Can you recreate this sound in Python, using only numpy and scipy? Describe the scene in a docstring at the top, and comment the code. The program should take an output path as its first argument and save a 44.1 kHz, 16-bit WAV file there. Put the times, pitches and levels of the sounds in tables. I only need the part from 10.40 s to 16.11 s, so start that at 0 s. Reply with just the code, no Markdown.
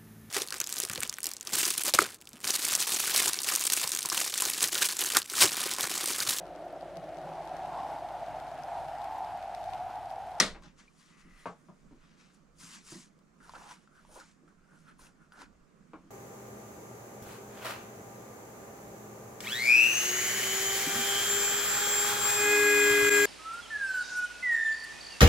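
"""A small, quiet workshop room drones faintly. A mains plug snaps into a plastic wall socket,
which rattles while the wall booms. Hands bump the table, making it knock and boom, and brush over
a towel, whose slipping fibres hiss. A cable scrapes along an edge. Fingers rub the plastic
housing of a desktop machine, and its hollow shell hums and ticks under the touch."""
import sys
import numpy as np
from scipy import signal
from scipy.fft import rfft, irfft, next_fast_len
from scipy.io import wavfile
from scipy.ndimage import uniform_filter1d, map_coordinates

SR = 44100
rng = np.random.default_rng(int(sys.argv[2]) if len(sys.argv) > 2 else 0)


def master_out(mix):
    """Clip the mix to full scale and print it as 16-bit PCM to the path in sys.argv[1]."""
    frames = np.transpose(np.atleast_2d(mix))
    ceiling = np.clip(frames, -1, 1)
    pcm = np.round(ceiling * 32767).astype(np.int16)
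    wavfile.write(sys.argv[1], SR, pcm)


N = 251644

# A fade_s is the time to fall 60 dB, a rise_s the time to climb 20 dB. Positive pan_db means left.
# the plug's two hits: start_s, level_db, fade_s
PLUG_HITS = [(.0004, -11.5, 0.025), (.0032, -15, 0.011)]
# tone of the socket's rattle, the wall's answer and the room's drone: pitch_hz, level_db
SOCKET_TONE = [(180, -49.5), (300, -15.5), (892, -21.5), (2100, -3), (3400, -9), (5300, 3.5), (7880, -12),
               (12300, -21.5), (15500, -43)]
WALL_TONE = [(35, -58.5), (60, -35), (183, -4), (259, -16), (642, -9), (810, -19), (1260, -10.5),
             (1740, -15), (1910, -8), (2650, -18.5), (3670, -11), (9510, -23), (15500, -55)]
DRONE_TONE = [(41, -37.5), (70, -13.5), (123, -15), (154, 2), (212, -1.5), (304, -9.5), (364, -12),
              (560, -18.5), (920, -25.5), (984, -22.5), (1180, -18.5), (3730, -36.5), (7030, -33.5),
              (15500, -57)]
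# how loud the drone is: time_s, level_db
DRONE_LEVEL = [(0.3, -61), (0.57, -64.5), (1.07, -60), (1.59, -61.5), (5.01, -62), (5.55, -59.5),
               (5.71, -58.5)]
# where the drone sits: pitch_hz, pan_db
DRONE_PAN = [(60, -1.5), (240, -2.5), (950, -7), (3770, 2), (15000, 4.5)]
# jolts of the table: full_at_s, level_db
TABLE_JOLTS = [(.11, -50), (.9, -61), (1.53, -61), (2.12, -67), (2.5, -70), (3.13, -61), (3.7, -63),
               (4.2, -72), (4.62, -66), (5.1, -63), (5.55, -70)]
# bumps on the table: start_s, knock_db, boom_over_knock_db, boom_hz, clack_over_knock_db
TABLE_BUMPS = [(.148, -46, -12, 323, 1), (.242, -55, -2, 240, -15), (.849, -72, 13, 240, -26),
               (1.057, -28, -16.5, 187, -25), (1.286, -50.5, 0, 220, -31), (1.51, -58, 6, 300, -20),
               (2.225, -65, 10, 170, -12), (2.521, -52, 12, 195, -20), (4.03, -75, 14, 300, -26),
               (5.0, -70.5, 13, 300, -17.5), (5.534, -40.5, -8, 300, -11), (5.634, -63, 8.5, 270, -28)]
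# how the table's board knocks and its top booms: pitch_hz, width_hz, level_db
KNOCK_RINGS = [(500, 270, 3.5), (620, 120, 7.5), (972, 410, 4), (1350, 1030, -10.5)]
BOOM_RINGS = [(173, 27, -1.5), (248, 27.5, -2.5), (300, 195, -5)]
# the hands move from the left to the front and back: time_s, pan_db
HAND_PAN = [(0, 3.5), (1.9, 3), (2.2, 1.3), (3, 0.5), (5.3, 1), (5.6, 3)]
# skin on cloth, and (at 1.058 s) the short hiss of the loudest table knock:
# full_at_s, rise_s, hold_s, hiss_db, drift_db, dull_over_hiss_db, fine_over_hiss_db
HISSES = [(.228, .018, .005, -67.5, 0, 12.5, -23), (.392, .04, .005, -63, 0, 6.5, -21),
          (.61, .16, .2, -69, -9, 2.5, -8), (1.04, .5, .02, -71, 0, 6, -4),
          (1.058, .005, .05, -60, -13, 3, -19), (1.2, .1, .3, -82, -2, -2, -2),
          (1.56, .15, .18, -85, 1, 12, -5), (1.79, .06, .12, -74, -3, 8, -13),
          (1.942, .05, .003, -72.5, 0, -2, -5), (2.205, .036, .15, -53.5, 0, -2.5, -6),
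          (2.47, .06, .05, -55, 3, -3, -9), (2.53, .03, .11, -52, -11, -6, -8),
          (3.036, .05, .1, -68, -1, .5, -4), (3.188, .12, .13, -63.5, 1.5, 1.5, -5),
          (3.315, .03, .11, -65, -14, 1, -4), (3.556, .08, .13, -79, 1, 3.5, -2),
          (3.758, .075, .025, -57, -4, -1.5, -2), (3.8, .03, .11, -63, -8, -1.5, -14),
          (4.08, .01, .005, -82, 0, 5.5, -2), (4.356, .13, .07, -74, -6, -.5, -4),
          (4.49, .11, .005, -73, 0, 7.5, -2), (4.595, .02, .065, -70, 5, -1.5, 1),
          (4.82, .05, .02, -84, 0, 2.5, -2), (4.93, .015, .005, -76, 0, -1.5, 5),
          (5.011, .09, .005, -64.5, 0, 4.5, -8)]
# their main hiss, dull body and fine top: pitch_hz, level_db
HISS_TONE = [(1470, -36), (2500, -7), (3260, -5.5), (5800, 1.5), (7530, 0.5), (10000, -10), (13000, -36.5),
             (22000, -120)]
DULL_TONE = [(500, -29.5), (1000, -1), (2000, -1.5), (3500, -6.5), (6000, -11.5), (10000, -40)]
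FINE_TONE = [(7500, -30), (9300, 2), (10300, -6.5), (11500, -10.5), (14500, -19), (15700, -27)]
# ticks of the plastic: start_s, ring_db, pitch_hz, crack_over_ring_db, fade_s
PLASTIC_TICKS = [(.223, -51, 1080, -1, .03), (.479, -54.5, 2380, -17, .045), (2.79, -64, 1050, 3.5, .021),
                 (3.003, -52.5, 1397, -15, .027), (3.094, -37, 1015, -6, .02), (3.137, -34, 890, -26, .011),
                 (3.152, -41, 1410, -7, .052), (3.311, -41.5, 974, -2, .075),
                 (3.475, -50.5, 1370, -12, .024), (3.65, -48, 966, -7, .019), (3.692, -54, 620, -16, .079),
                 (3.757, -50, 980, -17, .082), (3.761, -48.5, 530, -25, .088), (3.8, -47.5, 1450, 1, .026),
                 (4.078, -53, 1383, -10, .036), (4.477, -54, 1400, -10, .03),
                 (4.592, -49.5, 1033, -10, .041), (4.668, -54, 2600, .5, .022),
                 (4.921, -46, 1430, -6, .027), (5.017, -40.5, 975, -6, .021)]
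# how loud the cable scrapes: time_s, level_db
SCRAPE_LEVEL = [(0.68, -84), (0.706, -69), (1.024, -66), (1.05, -67.5)]
# how the edge, upper shell, lower shell and base plate ring: pitch_hz, width_hz, level_db
EDGE_RINGS = [(1218, 200, -4), (1990, 150, 1.5), (2700, 320, -9.5)]
UPPER_RINGS = [(1410, 200, 5), (1740, 150, -12.5)]
LOWER_RINGS = [(651.8, 120, -3.5), (926, 380, 4)]
BASE_RINGS = [(312, 41, 1), (540, 140, -1)]
# fingers on the housing: full_at_s, rise_s, hold_s, upper_db, lower_db, base_db
FINGER_RUBS = [(3.004, .006, .06, -61, -74, -73), (3.07, .04, .025, -65, -62, -72),
               (3.145, .006, .02, -52, -53, -60), (3.22, .12, .065, -66, -56, -71),
               (3.318, .07, .005, -55, -54, -69), (3.57, .1, .03, -63, -81, -81),
               (3.7, .03, .025, -69, -66, -65), (3.77, .05, .01, -63, -54, -57),
               (3.81, .05, .003, -55, -64, -78), (4.079, .006, .01, -67, -77, -78),
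               (4.34, .2, .03, -65, -74, -80), (4.485, .05, .015, -57, -75, -75),
               (4.594, .02, .09, -65.5, -70, -72), (4.82, .07, .02, -65.5, -83, -88),
               (4.925, .01, .05, -61, -76, -76), (5.0, .08, .02, -52, -57, -61)]
# the room's echo, before each sound shortens it: pitch_hz, fade_s
ROOM_FADE = [(120, 0.35), (500, 0.33), (1500, 0.27), (4000, .26), (12000, 0.21)]
# how alike left and right are in close sounds, drone and echoes: pitch_hz, likeness (0 to 1)
CLOSE_LIKENESS = [(300, 1), (2000, 0.3), (4000, 0.9), (9000, .88), (13000, 0)]
DRONE_LIKENESS = [(60, 0.79), (240, 0.56), (950, 0.19), (3770, 0.36), (15000, 0.45)]
ECHO_LIKENESS = [(250, 0.99), (700, 0.9), (1500, 1), (3500, .5), (7000, 0.8), (13000, .08)]
# the microphone's two openings: pitch_hz, pan_db, left_lead_rad
MIC_PORTS = [(300, -3, 0.27), (1200, 0, -.25), (3500, 0, -0.82), (8000, 0.5, -.15), (10500, 0.5, 0),
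             (13000, 3, 0)]


def amp(db):
    """Turn decibels into a gain."""
    return 10 ** (np.asarray(db) / 20)


def unit(x):
    """Scale x to an average strength (rms) of 1."""
    return x / np.sqrt(np.mean(x ** 2) + 1e-20)


def peak(x):
    """Scale x to a peak of 1."""
    return x / np.max(np.abs(x))


def along(points, hz):
    """Read a (pitch_hz, value) table at any pitch."""
    pitches, values = np.transpose(points)
    return np.interp(np.log(hz + 1), np.log(pitches + 1), values)


def curve(points):
    """Read a (time_s, value) table at every sample."""
    return np.interp(np.arange(N) / SR, *np.transpose(points))


def wobble(rate_hz):
    """A smooth curve through rate_hz random values a second."""
    values = rng.standard_normal(int(N * rate_hz / SR) + 4)
    return map_coordinates(values, [np.arange(N) * rate_hz / SR])


def swell(full_at_s, rise_s, hold_s, fall_db_per_s, drift_db=0):
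    """A level in dB that rises to 0, holds with a drift, then falls."""
    t = np.arange(N) / SR - full_at_s
    held = np.clip(t, 0, hold_s)
    rise_db = 20 * np.minimum(t, 0) / rise_s
    return rise_db + drift_db * held / hold_s - fall_db_per_s * np.maximum(t - held, 0)


def filtered(x, response):
    """Shape x by response(hz), a gain and phase for each pitch."""
    n = x.shape[-1]
    size = next_fast_len(n + 8192)
    return irfft(rfft(x, size) * response(np.fft.rfftfreq(size, 1 / SR)), size)[..., :n]


def rings(table):
    """The response of a thing that rings at (pitch_hz, width_hz, level_db) rows."""
    return lambda f: sum((-1) ** k * amp(db) * 1j * f * width / (hz * hz - f * f + 1j * f * width)
                         for k, (hz, width, db) in enumerate(table))


def band(hz, width_hz):
    """The response of a single ring."""
    return rings([(hz, width_hz, 0)])


def click(tone):
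    """A click of energy 1 with the given tone."""
    cepstrum = irfft(np.log(amp(along(tone, np.fft.rfftfreq(4096, 1 / SR))) + 1e-6))
    cepstrum[1:2048] *= 2  # folding it forward leaves no sound before the blow
    cepstrum[2049:] = 0
    pulse = irfft(np.exp(rfft(cepstrum)))
    return pulse / np.linalg.norm(pulse)


def pan(x, pan_db):
    """Make the left side pan_db louder than the right."""
    return x * amp(np.multiply.outer([.5, -.5], pan_db * np.ones(x.shape[-1])))


def noise(likeness):
    """White stereo noise whose sides are as alike as the table says."""
    turn = lambda hz: np.arccos(np.clip(along(likeness, hz), -1, 1)) / 2
    shares = lambda hz: np.array([np.cos(turn(hz)), np.sin(turn(hz))])
    mid, side = filtered(rng.standard_normal((2, N)), shares)
    return np.array([mid + side, mid - side])


def patchy(x, depth_db):
    """Vary the strength of x in small patches of time and pitch."""
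    cells = signal.stft(x, nperseg=512)[2]
    patches = uniform_filter1d(rng.standard_normal(cells.shape[1:]), size=5, axis=0)
    patches = uniform_filter1d(patches, size=6, axis=1)
    return signal.istft(cells * amp(depth_db * unit(patches)), nperseg=512)[1][:, :N]


def echoes(x, shorten):
    """The room's answer to a short sound: high pitches die sooner."""
    hz, t, cells = signal.stft(rng.standard_normal((2, SR // 2)), SR, nperseg=256)
    turn = np.arccos(np.clip(along(ECHO_LIKENESS, hz), 0, 1))[:, None] / 2
    mid, side = np.cos(turn) * cells[0], np.sin(turn) * cells[1]
    fade = amp(-60 * t / (shorten * along(ROOM_FADE, hz)[:, None]))
    tail = signal.istft(fade * np.array([mid + side, mid - side]), SR, nperseg=256)[1]
    delay = round(0.0028 * SR)  # to the first wall and back
    tail = np.pad(tail, ((0, 0), (delay, 0))) / np.linalg.norm(tail[0])
    return signal.fftconvolve(x[None], tail, axes=1)[:, :SR // 2]


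def roomy(x, echo_db, shorten):
    """A short sound with its echoes."""
    return np.pad(x, (0, SR // 2 - len(x))) + amp(echo_db) * echoes(x, shorten)


def add(out, start_s, x):
    """Mix x into out from start_s on."""
    part = out[:, round(start_s * SR):][:, :x.shape[1]]
    part += x[:, :part.shape[1]]


def plug_snap():
    """The pins slam home, the socket rattles briefly and the wall passes the blow to the room."""
    out, t, rattle = np.zeros((2, N)), np.arange(SR // 20) / SR, 0
    for start_s, db, fade_s in PLUG_HITS:
        fade = (t > start_s) * amp(db - 60 * np.abs(t - start_s) / fade_s)
        rattle = rattle + fade * noise(CLOSE_LIKENESS)[:, :len(t)]
    add(out, 0, signal.fftconvolve(rattle, click(SOCKET_TONE)[None], axes=1))
    wall = filtered(click(WALL_TONE), lambda f: 1 + 0.77 * band(188, 25)(f))  # the hollow wall box booms
    add(out, 0, amp(7) * echoes(wall, shorten=0.89))
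    return pan(out, 1.9)


def room_drone():
    """The room's faint hush, with a low hum that wavers."""
    tone = lambda hz: pan(amp(along(DRONE_TONE, hz)), along(DRONE_PAN, hz))
    hush = unit(filtered(patchy(noise(DRONE_LIKENESS), depth_db=1.5), tone))
    hum = filtered(hush, lambda hz: 1 / (1 + (hz / 400) ** 4))
    wavering_hum = amp(-3 + 1.5 * wobble(13)) * hum
    return amp(curve(DRONE_LEVEL)) * (hush - hum + wavering_hum)


def table_rumble():
    """A very deep sway that swells when the table is jolted."""
    sway = unit(filtered(noise([(20, 0.8)]), lambda hz: hz / (hz + 8) / (1 + (hz / 45) ** 3)))
    jolts = sum(amp(db + swell(full_at_s, rise_s=.17, hold_s=.02, fall_db_per_s=85))
                for full_at_s, db in TABLE_JOLTS)
    return (amp(-79) + jolts) * sway  # a little sway remains at rest


def table_bumps():
    """A blow sets the board chattering: it knocks, clacks at its edge and booms near one pitch."""
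    out, t = np.zeros((2, N)), np.arange(SR // 3) / SR
    fade_s = .165
    for start_s, db, boom_db, boom_hz, clack_db in TABLE_BUMPS:
        chatter = (t == 0) + 0.046 * amp(-60 * t / fade_s) * rng.standard_normal(len(t))
        knock = filtered(chatter, lambda f: rings(KNOCK_RINGS)(f) / (1 + 1j * f / 1800) ** 2)
        clack = filtered(chatter, lambda f: band(1900, 1400)(f) ** 4)
        boom = filtered(chatter, lambda f: rings(BOOM_RINGS)(f) * band(boom_hz, 150)(f) ** 2)
        bump = peak(knock) + amp(clack_db) * peak(clack) + amp(boom_db) * peak(boom)
        add(out, start_s, amp(db) * roomy(bump, echo_db=2, shorten=0.42))
    return pan(out, curve(HAND_PAN))


def towel_and_knock_hiss():
    """Fibres slip under the skin with a grainy hiss that darkens; the loudest knock hisses too."""
    dull_lag_s, dull_grows_db_per_s, fine_fades_db_per_s = .012, 18, 40
    power = 0
    for full_at_s, rise_s, hold_s, db, drift_db, dull_db, fine_db in HISSES:
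        since_s = np.clip(np.arange(N) / SR - full_at_s, 0, 1)
        stopped_s = np.maximum(since_s - hold_s, 0)
        hiss_db = db + swell(full_at_s, rise_s, hold_s, fall_db_per_s=240, drift_db=drift_db)
        late_db = 20 * np.minimum(since_s - dull_lag_s, 0) / rise_s
        dull_db += late_db + dull_grows_db_per_s * since_s
        fine_db -= fine_fades_db_per_s * (since_s + 2 * stopped_s)  # faster after the hold
        power = power + amp([hiss_db, hiss_db + dull_db, hiss_db + fine_db]) ** 2
    slips = amp(1.5 * wobble(25) + 1.2 * wobble(400))
    out = 0
    for gain, tone in zip(np.sqrt(power), (HISS_TONE, DULL_TONE, FINE_TONE)):
        grains = slips * patchy(noise(CLOSE_LIKENESS), depth_db=2)
        out = out + gain * unit(filtered(grains, lambda hz: amp(along(tone, hz))))
    return pan(out, curve(HAND_PAN))


def plastic_ticks():
    """Each tick rings one patch of plastic, with a short crack of noise on top."""
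    out, t = np.zeros((2, N)), np.arange(SR // 10) / SR
    for start_s, db, hz, crack_db, fade_s in PLASTIC_TICKS:
        onset = 1 - np.exp(-t / 0.00028)
        ring = onset * amp(-60 * t / fade_s) * np.sin(2 * np.pi * hz * t)
        crack_hz = 5500 * 2 ** (crack_db / 15)  # a weaker crack is also duller
        burst = amp(-60 * t / (.8 * fade_s)) * rng.standard_normal(len(t))
        tone = lambda f: band(crack_hz, 1.3 * crack_hz)(f) / (1 + 1j * f / (1.8 * crack_hz)) ** 4
        tick = ring + amp(crack_db) * peak(filtered(burst, tone))
        add(out, start_s, amp(db) * roomy(tick, echo_db=-10.5, shorten=0.27))
    return pan(out, .8)


def cable_scrape():
    """A cable rubs along an edge and makes it ring at a few pitches."""
    rub = filtered(amp(1.6 * wobble(99)) * noise(ECHO_LIKENESS), rings(EDGE_RINGS))
    start_s, end_s = SCRAPE_LEVEL[0][0], SCRAPE_LEVEL[-1][0]
    level_db = curve([(start_s - .004, -120), *SCRAPE_LEVEL, (end_s + .004, -120)])
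    return pan(amp(level_db) * unit(rub), 3)


def finger_rubs():
    """Fingertips stick and slip, making the shell and base plate hum."""
    power = sum(amp(np.add.outer(parts_db, swell(full_at_s, rise_s, hold_s, fall_db_per_s=350))) ** 2
                for full_at_s, rise_s, hold_s, *parts_db in FINGER_RUBS)
    upper, lower, base = np.sqrt(power)
    slips = amp(1.1 * wobble(60) + 0.57 * wobble(250))

    def hum(table, hz):
        ringing = filtered(slips * noise(CLOSE_LIKENESS), rings(table))
        return unit(filtered(ringing, band(hz, width_hz=hz)))

    shell = upper * hum(UPPER_RINGS, hz=1450) + lower * hum(LOWER_RINGS, hz=882.7)
    return pan(shell + base * hum(BASE_RINGS, hz=436.6), -0.36)


def scene():
    """All the sounds together."""
    close = plug_snap() + towel_and_knock_hiss() + cable_scrape() + finger_rubs() + plastic_ticks()
    return close + table_bumps() + room_drone() + table_rumble()


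def record(dry):
    """The microphone's two openings differ a little in level and phase; the highest treble is cut."""
    top_hz = 15700
    pitches, pan_db, lead_rad = np.transpose(MIC_PORTS)
    split = lambda values, hz: np.multiply.outer([.5, -.5], along(np.transpose([pitches, values]), hz))
    ports = lambda hz: amp(split(pan_db, hz)) * np.exp(1j * split(lead_rad, hz))
    return filtered(dry, lambda hz: ports(hz) * (hz < top_hz))


dry = scene()
out = record(dry)
master_out(out)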